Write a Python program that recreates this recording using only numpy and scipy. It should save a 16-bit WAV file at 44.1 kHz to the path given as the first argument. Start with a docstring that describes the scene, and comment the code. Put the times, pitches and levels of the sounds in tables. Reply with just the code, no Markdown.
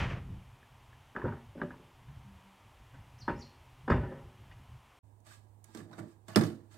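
"""A hedged drive, then a yard, with a short silence between. In the drive, alike in both channels, a slam dies away,
then a hatchback door is unlatched, swings with a groan and is slammed; far traffic, low gusts and a bird surround it.
In the yard, in stereo, feet scuff and a hand works an off-road car's handle until its latch springs open, over a hum.
Doors are bursts of noise and fading sines shaped per blow; groan, bird and hum are sines; the rest is shaped noise."""
import sys
import numpy as np
from scipy import signal
from scipy.fft import rfft, irfft, next_fast_len
from scipy.io import wavfile
from scipy.ndimage import uniform_filter1d

SR = 44100
rng = np.random.default_rng(int(sys.argv[2]) if len(sys.argv) > 2 else 0)


def log_audio(samples):
    """Write samples as a 16-bit WAV file to the path given in sys.argv[1]."""
    # one column per channel
    frames = np.atleast_2d(samples).T
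    # limit to full scale, then quantise
    limited = np.clip(frames, -1, 1)
    pcm = np.round(limited * 32767).astype(np.int16)
    wavfile.write(sys.argv[1], SR, pcm)


def volts_from_db(level):
    """Convert decibel levels to linear amplitude ratios."""
    exponent = np.asarray(level, float) / 20
    return 10 ** exponent


N = 298821
T = np.arange(N) / SR


def unit(x):
    """Scale to rms 1."""
    return x / np.sqrt(np.mean(x ** 2))


def peak_to(x, db):
    """Scale so that the loudest 10 ms reach db."""
    return x * volts_from_db(db) / np.sqrt(uniform_filter1d(x ** 2, size=441).max() + 1e-30)


def curve(rows, col=1, off=None):
    """Read one column of a table along time; off is the value outside it."""
    rows = np.asarray(rows)
    return np.interp(T, rows[:, 0], rows[:, col], off, off)


def colour(x, points):
    """Make some pitches louder than others, following (frequency [Hz], level [dB]) points."""
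    hz, db = np.transpose(points)
    n = next_fast_len(len(x), True)
    f = np.arange(n // 2 + 1) * SR / n + 1
    gain = volts_from_db(np.interp(np.log(f), np.log(hz), db))
    return irfft(rfft(x, n) * gain, n)[:len(x)]


def lumpy(x):
    """Give a noise chance peaks and valleys every 45 Hz, as small modes crowd and thin out."""
    hz = np.arange(45, SR / 2, 45)
    return colour(x, np.c_[hz, 4 * rng.standard_normal(len(hz))])


def walk(rate):
    """Wander at random: levels held 1 / rate s, smoothed twice; spread near 1."""
    k = int(SR / rate)
    steps = np.repeat(rng.standard_normal(N // k + 1), k)
    return 1.32 * uniform_filter1d(uniform_filter1d(steps, k), k)[:N]


def tone(rows, wobble):
    """A near sine along (time [s], frequency [Hz], level [dB]) rows, silent outside them."""
    hz = curve(rows) * (1 + wobble * walk(150))
    gain = uniform_filter1d(volts_from_db(curve(rows, col=2, off=-140)), size=200)
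    return np.sqrt(2) * gain * np.sin(2 * np.pi * np.cumsum(hz) / SR)


def scatter(x, db, fade):
    """Hedges and walls add a dense spray of reflections that fades quickly."""
    t = T[:SR // 4]
    spray = rng.standard_normal(len(t)) * np.exp(-t / fade) * (1 - np.exp(-t / .004))
    return x + volts_from_db(db) * signal.fftconvolve(x, spray)[:N]


# limits of the four parts of a door: low and high [Hz] in turn for latch, cabin, panel, tick
PART_LIMITS = [600, 2200, 30, 160, 160, 600, 2200, 15500]


def strike(blows, modes, points, parts, rough_db):
    """Each blow cracks, then rattles on in latch, cabin, panel and trim: strong modes over countless small ones."""
    t, out = T[:int(.6 * SR)], np.zeros((4, N + SR))
    for k, (lo, hi) in enumerate(np.reshape(PART_LIMITS, (4, 2))):
        rise, crack, tail_db, share, modes_db = parts[k]
        onset = 1 - np.exp(-t / rise)
        band = signal.butter(3, [lo, hi], "band", fs=SR, output="sos")
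        noise = lumpy(colour(rng.standard_normal(N), points))
        small = np.r_[signal.sosfilt(band, noise), np.zeros(SR)]
        rattle = np.r_[volts_from_db(rough_db * walk(150)), np.zeros(SR)]  # loose parts touch unevenly
        own = [m for m in modes if lo <= m[0] < hi]
        for s, *db, t60 in blows:
            span = slice(int(s * SR), int(s * SR) + len(t))
            tail = volts_from_db(tail_db - 60 * t / max(share * t60, .01))
            shape = onset * (np.exp(-t / crack) + tail) * rattle[span]
            ring = peak_to(small[span] * shape, 0)
            if own:
                hz, g, mode_t60 = np.transpose(own)[:, :, None]
                # seals and hands damp the ring
                fade = 60 * t / np.minimum(np.clip(mode_t60, .01, 1), 1.02 * t60)
                # each blow lands elsewhere, so loudness and pitch differ a little
                spot, drift, start = rng.standard_normal((3, len(own), 1))
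                # one push sets off all modes nearly together
                waves = np.sin(2 * np.pi * (hz * (1 + 0.0197 * drift) * t + 0.13 * start))
                strong = np.sum(volts_from_db(g + 1.3 * spot - fade) * waves, axis=0)
                ring = ring + peak_to(strong * onset, modes_db)
            out[k, span] += peak_to(ring, db[k])
        if lo > 100:  # the cabin answers at once, the rest stays in its range
            out[k] = signal.sosfilt(band, out[k])
    return out[:, :N]


def clacks(rows, cycles):
    """A small steel part rings briefly at each contact, fading by 60 dB in a number of cycles."""
    out, t = np.zeros(N), T[:SR // 3]
    for s, db, hz in rows:
        ring = (1 - np.exp(-t / 0.00084)) * volts_from_db(-60 * t * hz / cycles) * np.sin(2 * np.pi * hz * t)
        out[int(s * SR):int(s * SR) + len(t)] += volts_from_db(db) * ring / np.abs(ring).max()
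    return out


def burst(s, db, t60, hz):
    """A sudden bright hiss, strongest from hz upwards, that dies fast."""
    hiss = colour(rng.standard_normal(N), [(hz / 2, -30), (hz, 0), (16000, -18)])
    return unit(hiss) * volts_from_db(db - 60 * np.abs(T - s) / t60) * (T > s)


# window glass and trim shiver on after the slam, one list each: (time [s], frequency [Hz], level [dB])
SHIVER_NOTES = [
    [(3.97, 555, -53), (4.08, 562, -55.5), (4.16, 552, -53.5), (4.24, 547, -65)],
    [(4.03, 1800, -63), (4.1, 1800, -62.5), (4.17, 1810, -68), (4.21, 1814, -79)],
]


def shiver():
    """Loose panes buzz unevenly near their own pitch."""
    return sum(tone(rows, 0.03) * volts_from_db(3.2 * walk(70)) for rows in SHIVER_NOTES)


# pushes on the hinge: (start [s], length [s], frequency [Hz], level [dB])
HINGE_GROANS = [(2.243, .16, 196, -55.5), (2.421, 0.15, 195.6, -60.5)]


def groan():
    """The hinge hums on each push, swelling for 40 ms, then sagging in pitch and fading."""
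    out = 0
    for s, length, hz, db in HINGE_GROANS:
        rows = [(s, hz, db - 9.0), (s + .04, hz, db), (s + length, hz - 5.56, db - 11)]
        out = out + tone(rows, 0.014)
    return out


# blows on the hatchback: (time [s], latch level [dB], cabin thump level [dB], door panel level [dB],
# tick level [dB], ring t60 [s])
HATCH_HITS = [(0.626, -80, -61, -65, -82, 0.15), (0.925, -77, -59, -83, -86, 0.44),
              (1.151, -48, -63, -43, -71, 0.24), (1.164, -43, -70, -37, -56, 0.12),
              (1.177, -49, -63, -48, -72, 0.16), (1.196, -45.5, -67, -42, -65, 0.17),
              (1.217, -50, -47, -49, -65, 0.47), (1.240, -55, -32.5, -30.5, -68, 0.14),
              (1.252, -41, -41, -38, -67, 0.26), (1.266, -52, -53, -49, -64, 0.24),
              (1.280, -44, -39, -42, -70, 0.33), (1.323, -49.5, -64, -45.5, -71, 0.38),
              (1.368, -59, -66, -60, -75, 0.24), (1.552, -72, -68.5, -45.5, -80, 0.64),
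              (1.577, -59, -65, -49, -76, 0.73), (1.597, -56, -67, -54, -66, 0.37),
              (1.615, -41, -50, -32.5, -58, 0.11), (1.632, -53, -49, -36.5, -68, 0.3),
              (1.705, -47.5, -66, -52, -62, 0.21), (1.738, -70, -65, -59.5, -79, 0.21),
              (1.795, -77, -56, -55.5, -90, 0.69), (2.081, -66, -45.5, -79, -84, 0.88),
              (2.793, -81, -53, -73, -90, 0.51), (2.941, -61, -54.5, -59, -63, 1),
              (3.279, -33.5, -60, -30.5, -52.5, 0.3), (3.289, -44, -38.5, -39, -48.5, 0.57),
              (3.878, -36.5, -53.5, -33, -52.5, 0.71), (3.895, -49, -58, -49.5, -52, 0.13),
              (3.900, -27.5, -23.5, -22.5, -41.5, 0.12), (3.917, -29.5, -27.5, -38.5, -48, 0.14),
              (3.939, -46, -35.5, -31, -52, 0.56), (3.96, -48.5, -33, -55, -59, 0.69),
              (4.03, -48.5, -39, -44, -67, 0.52), (4.117, -55, -68, -47.5, -69.5, 1),
              (4.514, -64, -62, -77, -58, 0.092)]
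# strong modes of its body: (frequency [Hz], level [dB], t60 [s])
HATCH_RINGS = [(56.8, -2.5, 0.23), (86.7, 2.5, 0.091), (141.5, -1.5, 0.73), (182.5, -3, 0.28),
               (241, -3.5, 0.45), (285.5, -8, 0.26), (406, -6, 0.16), (431, -15, 0.76), (556, -18.5, 0.8),
               (759, -19, 0.11), (806, -21, 0.91), (929, -22, 0.51), (978, -22.5, 0.22), (1221, -13, 0.058),
               (1490, -11, 0.038), (1598, -9.5, 0.042), (1732, -14.5, 0.031), (1863, -28, .55),
               (2506, -40, 0.095), (2944, -35, 0.062), (3490, -32, 0.033), (4520, -38.5, 0.026),
               (5120, -41, 0.033)]
# its dense small modes: (frequency [Hz], level [dB])
HATCH_SPECTRUM = [(20, -42.5), (40, -4.5), (100, 1.5), (260, -4), (410, -6.5), (520, -9), (1000, -7),
                  (1900, -16), (2150, -22), (3100, -36.5), (3800, -47.5), (5400, -53.5), (5900, -60.5),
                  (8000, -59.5), (15000, -93)]
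# latch, cabin, panel, tick: (rise [s], crack [s], tail level against the crack [dB],
# share of the ring time, strong modes level [dB])
HATCH_SHAPES = [(0.0011, 0.0016, -4.5, 0.52, 0), (0.0032, 0.034, 0, 0.45, 0),
                (0.00086, 0.0065, -13.5, 1.05, -0.5), (0.0056, 0.022, -2, 0.94, -9.5)]
# bare metal clacks of the latch: (time [s], peak level [dB], frequency [Hz])
HATCH_METAL = [(.63, -53, 1710), (.93, -52.5, 1710), (1.163, -29.5, 1680), (1.164, -35, 1290),
               (1.217, -38, 1700), (1.222, -38, 1040), (1.247, -37, 1380), (1.252, -30.5, 500),
               (1.323, -44, 1400), (1.616, -27.5, 1600), (1.617, -31, 1204), (1.617, -56, 3720),
               (1.619, -60, 3070), (1.712, -46, 1740), (1.74, -46.5, 950), (3.279, -27, 944),
               (3.28, -58, 3500), (3.285, -28, 1630), (3.878, -40, 825), (3.88, -60, 3500),
               (3.881, -37, 1690), (3.88, -61.5, 4700), (3.915, -28.5, 1660), (3.902, -47.5, 5120),
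               (3.905, -47.5, 3490), (3.908, -47.5, 4520), (3.912, -48.5, 4990), (3.921, -34.5, 1260),
               (3.9, -29.5, 964), (4.514, -49, 1840)]
# air and grit forced out as the door meets its seal: (time [s], level [dB], t60 [s], above frequency [Hz])
SEAL_AIR = (3.901, -65, .12, 7000)


def hatch_door():
    """The hatchback door: struck body, ringing metal, seal hiss and shivering panes, plus the hinge."""
    body = strike(HATCH_HITS, HATCH_RINGS, HATCH_SPECTRUM, HATCH_SHAPES, rough_db=1.2).sum(axis=0)
    door = body + clacks(HATCH_METAL, cycles=27) + burst(*SEAL_AIR) + shiver()
    door = scatter(door, db=-37, fade=.03) + groan()
    return signal.sosfilt(signal.butter(3, 40, "high", fs=SR, output="sos"), door)


# blows on the off-road car: (time [s], latch level [dB], cabin thump level [dB], door panel level [dB],
# tick level [dB], ring t60 [s]); the levels are those before the left and right balance
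OFFROAD_HITS = [(5.266, -61.5, -66.5, -63.5, -67, 0.81), (5.643, -69.5, -73, -75, -70, 0.12),
                (5.685, -71, -80, -63.5, -78, 0.24), (5.748, -54, -65, -42, -69, 0.19),
                (5.773, -57, -53, -48, -57, 0.3), (5.803, -60, -49.5, -52, -68.5, 0.99),
                (5.896, -71, -51.5, -66, -79, 0.75), (5.912, -60, -69, -73, -68, 0.61),
                (5.929, -56.5, -66, -63, -72, 0.57), (5.981, -48, -62, -45, -72, 0.21),
                (5.992, -60, -43, -46, -77, 0.29), (6.029, -79, -81, -47, -85, 0.23),
                (6.282, -47, -50, -50, -52.5, 1), (6.359, -22, -25, -18, -26.5, 0.15),
                (6.369, -34, -38, -22.5, -42, 0.18), (6.41, -36.5, -35, -28, -42, 0.25),
                (6.435, -42.5, -54, -36.5, -44.5, 0.26), (6.499, -56.5, -54, -44, -60, 0.42),
                (6.742, -58.5, -71, -61, -63, 0.72)]
# strong modes of its body: (frequency [Hz], level [dB], t60 [s])
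OFFROAD_RINGS = [(109.5, 0, 0.19), (218.8, 6.5, 0.42), (335.3, 3.5, 0.45), (411.6, -11, 0.51),
                 (621, -6, 0.23), (830, -14, 0.24), (947, -17, 0.35), (1120, -15.5, 0.35),
                 (1350, -12, 0.106), (1600, -9.5, 0.065), (1793, -15, 0.087), (2030, -20, 0.22),
                 (2084, -12.5, 0.041), (2455, -40, 0.2), (3500, -25.5, 0.026), (5100, -25.5, 0.012)]
# its dense small modes: (frequency [Hz], level [dB])
OFFROAD_SPECTRUM = [(69, -35), (101, -21), (256, -12.5), (345, -12), (503, -23), (615, -18), (733, -24),
                    (942, -31), (4460, -36.5), (6500, -41), (9000, -38.5), (10000, -48.5), (16000, -47.5)]
# latch, cabin, panel, tick: (rise [s], crack [s], tail level against the crack [dB],
# share of the ring time, strong modes level [dB])
OFFROAD_SHAPES = [(0.00025, 0.0011, 4, 0.78, -4), (0.013, 0.04, -8, 0.6, 1.5),
                  (0.00059, 0.0047, 0.5, 1.16, 3), (0.00071, 0.0026, -10.5, 0.83, -5.5)]
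# left against right for latch, cabin, panel, tick: (level [dB], lag [ms], unrelated share [0-1])
OFFROAD_STEREO = [(-1.5, 0.013, 0.93), (-2, -.2, 0.03), (-3.5, -.2, 0.2), (-0.5, -.2, 0.99)]
# metal clacks of latch and handle: (time [s], peak level before the balance [dB], frequency [Hz])
OFFROAD_METAL = [(5.31, -56.5, 1527), (5.644, -69, 2200), (5.686, -65, 877), (5.748, -55, 1570),
                 (5.749, -62, 2180), (5.803, -57, 1710), (5.907, -63, 814), (5.915, -60, 990),
                 (5.932, -61, 1026), (5.749, -51, 7600), (5.929, -63, 3900), (5.937, -59, 3800),
                 (5.932, -61, 5600), (5.934, -54.5, 1490), (5.99, -52, 1460), (6.03, -55, 610),
                 (6.284, -49.5, 7860), (6.348, -46, 2840), (6.359, -26.5, 5100), (6.361, -33.5, 3500),
                 (6.36, -29, 8460), (6.36, -41, 13800), (6.413, -51, 5040), (6.437, -47.5, 5830)]
# grit and fingernails click: (time [s], level before the balance [dB], t60 [s], above frequency [Hz])
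CLICKS = [(5.203, -74, 0.02, 7020), (5.249, -72, .02, 6460), (5.267, -63, 0.027, 7040),
          (5.642, -52, 0.023, 6900), (5.749, -56.5, .03, 4000), (5.772, -57.5, .04, 3600)]


def offroad_handle():
    """The off-road door; the left side hears it weaker, mostly a little sooner and partly by another path."""
    near, other = (strike(OFFROAD_HITS, OFFROAD_RINGS, OFFROAD_SPECTRUM, OFFROAD_SHAPES, rough_db=1.5)
                   for _ in range(2))
    out = np.zeros((2, N))
    for a, b, (db, lag_ms, share) in zip(near, other, OFFROAD_STEREO):
        share = np.clip(share, 0, 1)
        shifted = np.roll(a, int(lag_ms * SR / 1000))
        left = np.sqrt(1 - share) * shifted + np.sqrt(share) * b
        out += [volts_from_db(db / 2) * left, volts_from_db(-db / 2) * a]
    steel = clacks(OFFROAD_METAL, cycles=65) + sum(burst(*row) for row in CLICKS)
    out += [volts_from_db(-3.5) * np.roll(steel, -8), volts_from_db(7.5) * steel]  # left is 8 samples sooner
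    out[0] = colour(out[0], [(8000, -4.5), (13000, 0.5)])  # the left is held back below the top treble
    out = [scatter(v, db=-41, fade=.03) for v in out]
    return signal.sosfilt(signal.butter(6, 85, "high", fs=SR, output="sos"), out)


# spectrum of the scuffs: (frequency [Hz], relative level [dB])
SCUFF_SPECTRUM = [(410, -26), (700, -13), (971, -9), (1110, -5), (1970, -13), (2600, -14.5), (3150, -17),
                  (3690, -14), (5540, -17), (8880, -13.5), (9860, -28), (13300, -25.5), (16000, -42)]
# left minus right: (frequency [Hz], level [dB])
SCUFF_STEREO = [(60, -10), (110, -9), (200, -13.5), (380, -16), (700, -8), (1290, -14.5), (2380, -4),
                (4400, -7.5), (8120, -7), (15000, 3)]
# feet and sleeve: (time [s], level before the lift [dB], hold [s], fade t60 [s])
SCUFF_MOVES = [(5.267, -61.5, 0.077, 0.28), (5.654, -71.5, 0.075, .3), (5.751, -57.5, 0, .2),
               (5.776, -59.5, 0.0049, 0.32), (5.933, -70, 0.0076, .16), (5.99, -55.5, 0.0062, 0.061),
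               (6.008, -71, .05, 0.28), (6.085, -72, 0.034, .2), (6.287, -60, 0.012, 0.14),
               (6.361, -60, 0.0061, 0.37), (6.717, -65.5, 0.018, 0.38)]


def scuffs():
    """Feet and sleeve: gritty noise, unrelated left and right, with a quick rise, a hold and a fade."""
    lift_db, rise_s, rest_db = 3.5, 0.067, -83  # rise over 60 dB; a faint rustle rests between
    power = volts_from_db(rest_db) ** 2
    for s, db, hold, t60 in SCUFF_MOVES:
        fall = np.maximum((s - T) / rise_s, np.maximum(T - s - hold, 0) / t60)
        power = power + volts_from_db(db + lift_db - 60 * fall) ** 2
    grit = rng.standard_normal((2, N)) * volts_from_db(1.2 * rng.standard_normal(N) + 1.0 * walk(60))
    out = np.array([unit(lumpy(colour(g, SCUFF_SPECTRUM))) for g in grit]) * np.sqrt(power)
    out[0] = colour(out[0], SCUFF_STEREO)
    return out


# an earlier slam dying away: (time [s], boom level [dB], rattle level [dB])
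SLAM_FADE = [(0.0, -39, -38.5), (0.016, -30.5, -36.5), (0.084, -36.5, -45), (0.106, -36, -39),
             (0.13, -36, -43.5), (0.17, -41.5, -50), (0.25, -46.5, -65), (0.32, -43.5, -73),
             (0.402, -49, -81), (0.48, -72, -73)]
# its spectrum: (frequency [Hz], relative level [dB])
SLAM_SPECTRUM = [(15, -37), (25, -11.5), (104, -4), (192, -10), (256, -18), (513, -13.5), (555, -15.5),
                 (682, -16), (2180, -15.5), (3130, -20), (3850, -31.5), (6290, -38), (12000, -61),
                 (15600, -100)]


def slam_tail():
    """Boom and rattle of panels that were struck just before: noise split at 250 Hz, each half fading."""
    sound = colour(rng.standard_normal(N), SLAM_SPECTRUM)
    boom, rattle = (unit(signal.sosfilt(signal.butter(3, 250, kind, fs=SR, output="sos"), sound))
                    for kind in ("low", "high"))
    rattle = rattle * volts_from_db(1.1 * walk(59))
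    dull = signal.sosfilt(signal.butter(2, 1800, fs=SR, output="sos"), rattle)
    rattle = dull + (rattle - dull) * np.exp(-T / 0.33)  # the treble dies first
    return boom * volts_from_db(curve(SLAM_FADE, off=-120)) + rattle * volts_from_db(curve(SLAM_FADE, col=2, off=-120))


# chirps: (time [s], top of the fall [Hz], level [dB])
BIRD_CHIRPS = [(3.186, 6480, -59), (3.388, 6530, -58.5)]
# upward flick: (time after the start [s], frequency [Hz], level [dB])
FLICK = [(-.001, 5000, -14), (.002, 5400, -4), (.005, 5850, -7), (.008, 6100, -18)]
# fall: (time after the start [s], share of the fall left, level [dB])
FALL = [(.003, 1, -20), (.008, .97, -12), (.014, .9, -9), (.021, .6, -2), (.028, .3, -4), (.035, .1, 2),
        (.043, 0, -1), (.05, 0, -20)]
# second voice at the end: (time after the start [s], frequency [Hz], level [dB])
FORK = [(.032, 4500, -20), (.037, 4700, -5), (.043, 4650, -4), (.049, 4400, -20)]
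# before and over the second chirp: a faint rising lead-in, a short high note, a short middle note,
# one list each: (time [s], frequency [Hz], level [dB])
EXTRA_NOTES = [
    [(3.355, 4800, -82), (3.37, 5250, -71), (3.384, 6000, -80)],
    [(3.378, 7100, -80), (3.391, 7050, -76), (3.398, 6950, -64), (3.405, 6900, -72)],
    [(3.396, 5300, -76), (3.4, 5100, -65), (3.405, 4900, -76)],
]


def bird():
    """Each chirp is an upward flick, then a fall that forks at its end; husky, smeared by the hedges."""
    end_hz = 4170
    song = sum(tone(rows, .012) for rows in EXTRA_NOTES)
    for s, top_hz, db in BIRD_CHIRPS:
        fall = [(s + a, end_hz + left * (top_hz - end_hz), db + g) for a, left, g in FALL]
        song = song + tone(fall, 0.012)
        for rows in (FLICK, FORK):
            song = song + tone(np.add(rows, (s, 0, db)), 0.0085)
    song = song * (1 + .25 * walk(500) + .4 * walk(2200))  # huskiness
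    return scatter(song, db=-31, fade=.055)


# spectrum of the wind: (frequency [Hz], relative level [dB])
GUST_SPECTRUM = [(12, -49.5), (20, -7.5), (59, 4), (130, 7.5), (166, -12.5), (200, -6.5), (226, -19),
                 (300, -15.5), (390, -60)]
# its strength: (time [s], level [dB])
GUST_LEVELS = [(.45, -58), (.99, -64.5), (1.45, -57.5), (1.95, -63.5), (2.1, -56), (2.3, -60.5), (2.6, -67),
               (2.82, -56), (3.25, -56.5), (3.6, -60), (3.85, -55), (4.2, -54.5), (4.35, -55),
               (4.55, -56.5), (4.98, -65.5)]


def gusts():
    """Low wind noise that comes in uneven puffs, about 24 a second."""
    return unit(colour(rng.standard_normal(N), GUST_SPECTRUM)) * volts_from_db(curve(GUST_LEVELS) + 4 * walk(24))


# spectrum of the far traffic: (frequency [Hz], relative level [dB])
TRAFFIC_SPECTRUM = [(88, -35.5), (150, -12), (162, -21.5), (201, -15), (226, -9), (280, -8), (303, -12),
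                    (368, -11), (484, -14), (941, -5.5), (1530, -15), (3100, -15.5), (4080, -25),
                    (13200, -32.5), (16000, -38)]


def traffic():
    """Far traffic: a steady shaped noise whose level hardly wanders."""
    return unit(colour(rng.standard_normal(N), TRAFFIC_SPECTRUM)) * volts_from_db(-63.5 + 0.17 * walk(4.9))


def machine_hum():
    """A machine hums: one sine near 102 Hz, slightly unsteady in pitch and level."""
    phase = 2 * np.pi * np.cumsum(102.3 * (1 + 0.0013 * walk(22))) / SR
    return np.sqrt(2) * volts_from_db(-57.5 + 1.1 * walk(8.9)) * np.sin(phase)


# spectrum of the yard air: (frequency [Hz], relative level [dB])
AIR_SPECTRUM = [(40, -4), (70, 12), (140, 6), (200, -1.5), (330, 2), (500, -4.5), (700, -3.5), (950, -2),
                (1300, -18), (2400, -27), (5000, -34), (8700, -22), (11000, -30.5), (16000, -28)]


def yard_air():
    """The air of the yard: noise whose bass is shared left and right and whose treble is not."""
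    noise = rng.standard_normal((2, N))
    shared = colour(noise[1], [(100, 4.5), (300, 3.5), (900, -26.5)])
    alone = colour(noise[0], [(100, -26), (300, 0.0), (900, 4.5)])
    sides = (shared + alone, noise[1])
    return np.array([unit(colour(v, AIR_SPECTRUM)) * volts_from_db(-63.5 + 0.43 * walk(7.2)) for v in sides])


def drive():
    """The hatchback and its surroundings, as one channel, stopping at 4.989 s."""
    return (hatch_door() + slam_tail() + bird() + gusts() + traffic()) * (T < 4.989)


# hum and air, left minus right: (frequency [Hz], level [dB])
YARD_STEREO = [(60, -14.5), (110, -14.5), (200, -13.5), (380, -12.5), (700, -11.5), (1290, -9.5),
               (2380, -3.5), (4400, -3.5), (8120, -5.5), (15000, -2.0)]


def yard():
    """The handle and scuffs over hum and air that lie mostly on the right, rising from 5.028 s within 13 ms."""
    background = yard_air() + machine_hum()
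    background[0] = colour(background[0], YARD_STEREO)
    return (offroad_handle() + scuffs() + background) * np.clip((T - 5.028) / 0.013, 0, 1)


def scene():
    """The drive, then the yard."""
    return drive() + yard()


def top_cut(x):
    """Nothing passes above the cut-off."""
    return signal.sosfilt(signal.butter(12, 15900, fs=SR, output="sos"), x)


def record(dry):
    """Both places are passed on as one finished mix."""
    return top_cut(dry)


dry = scene()
out = record(dry)
log_audio(out)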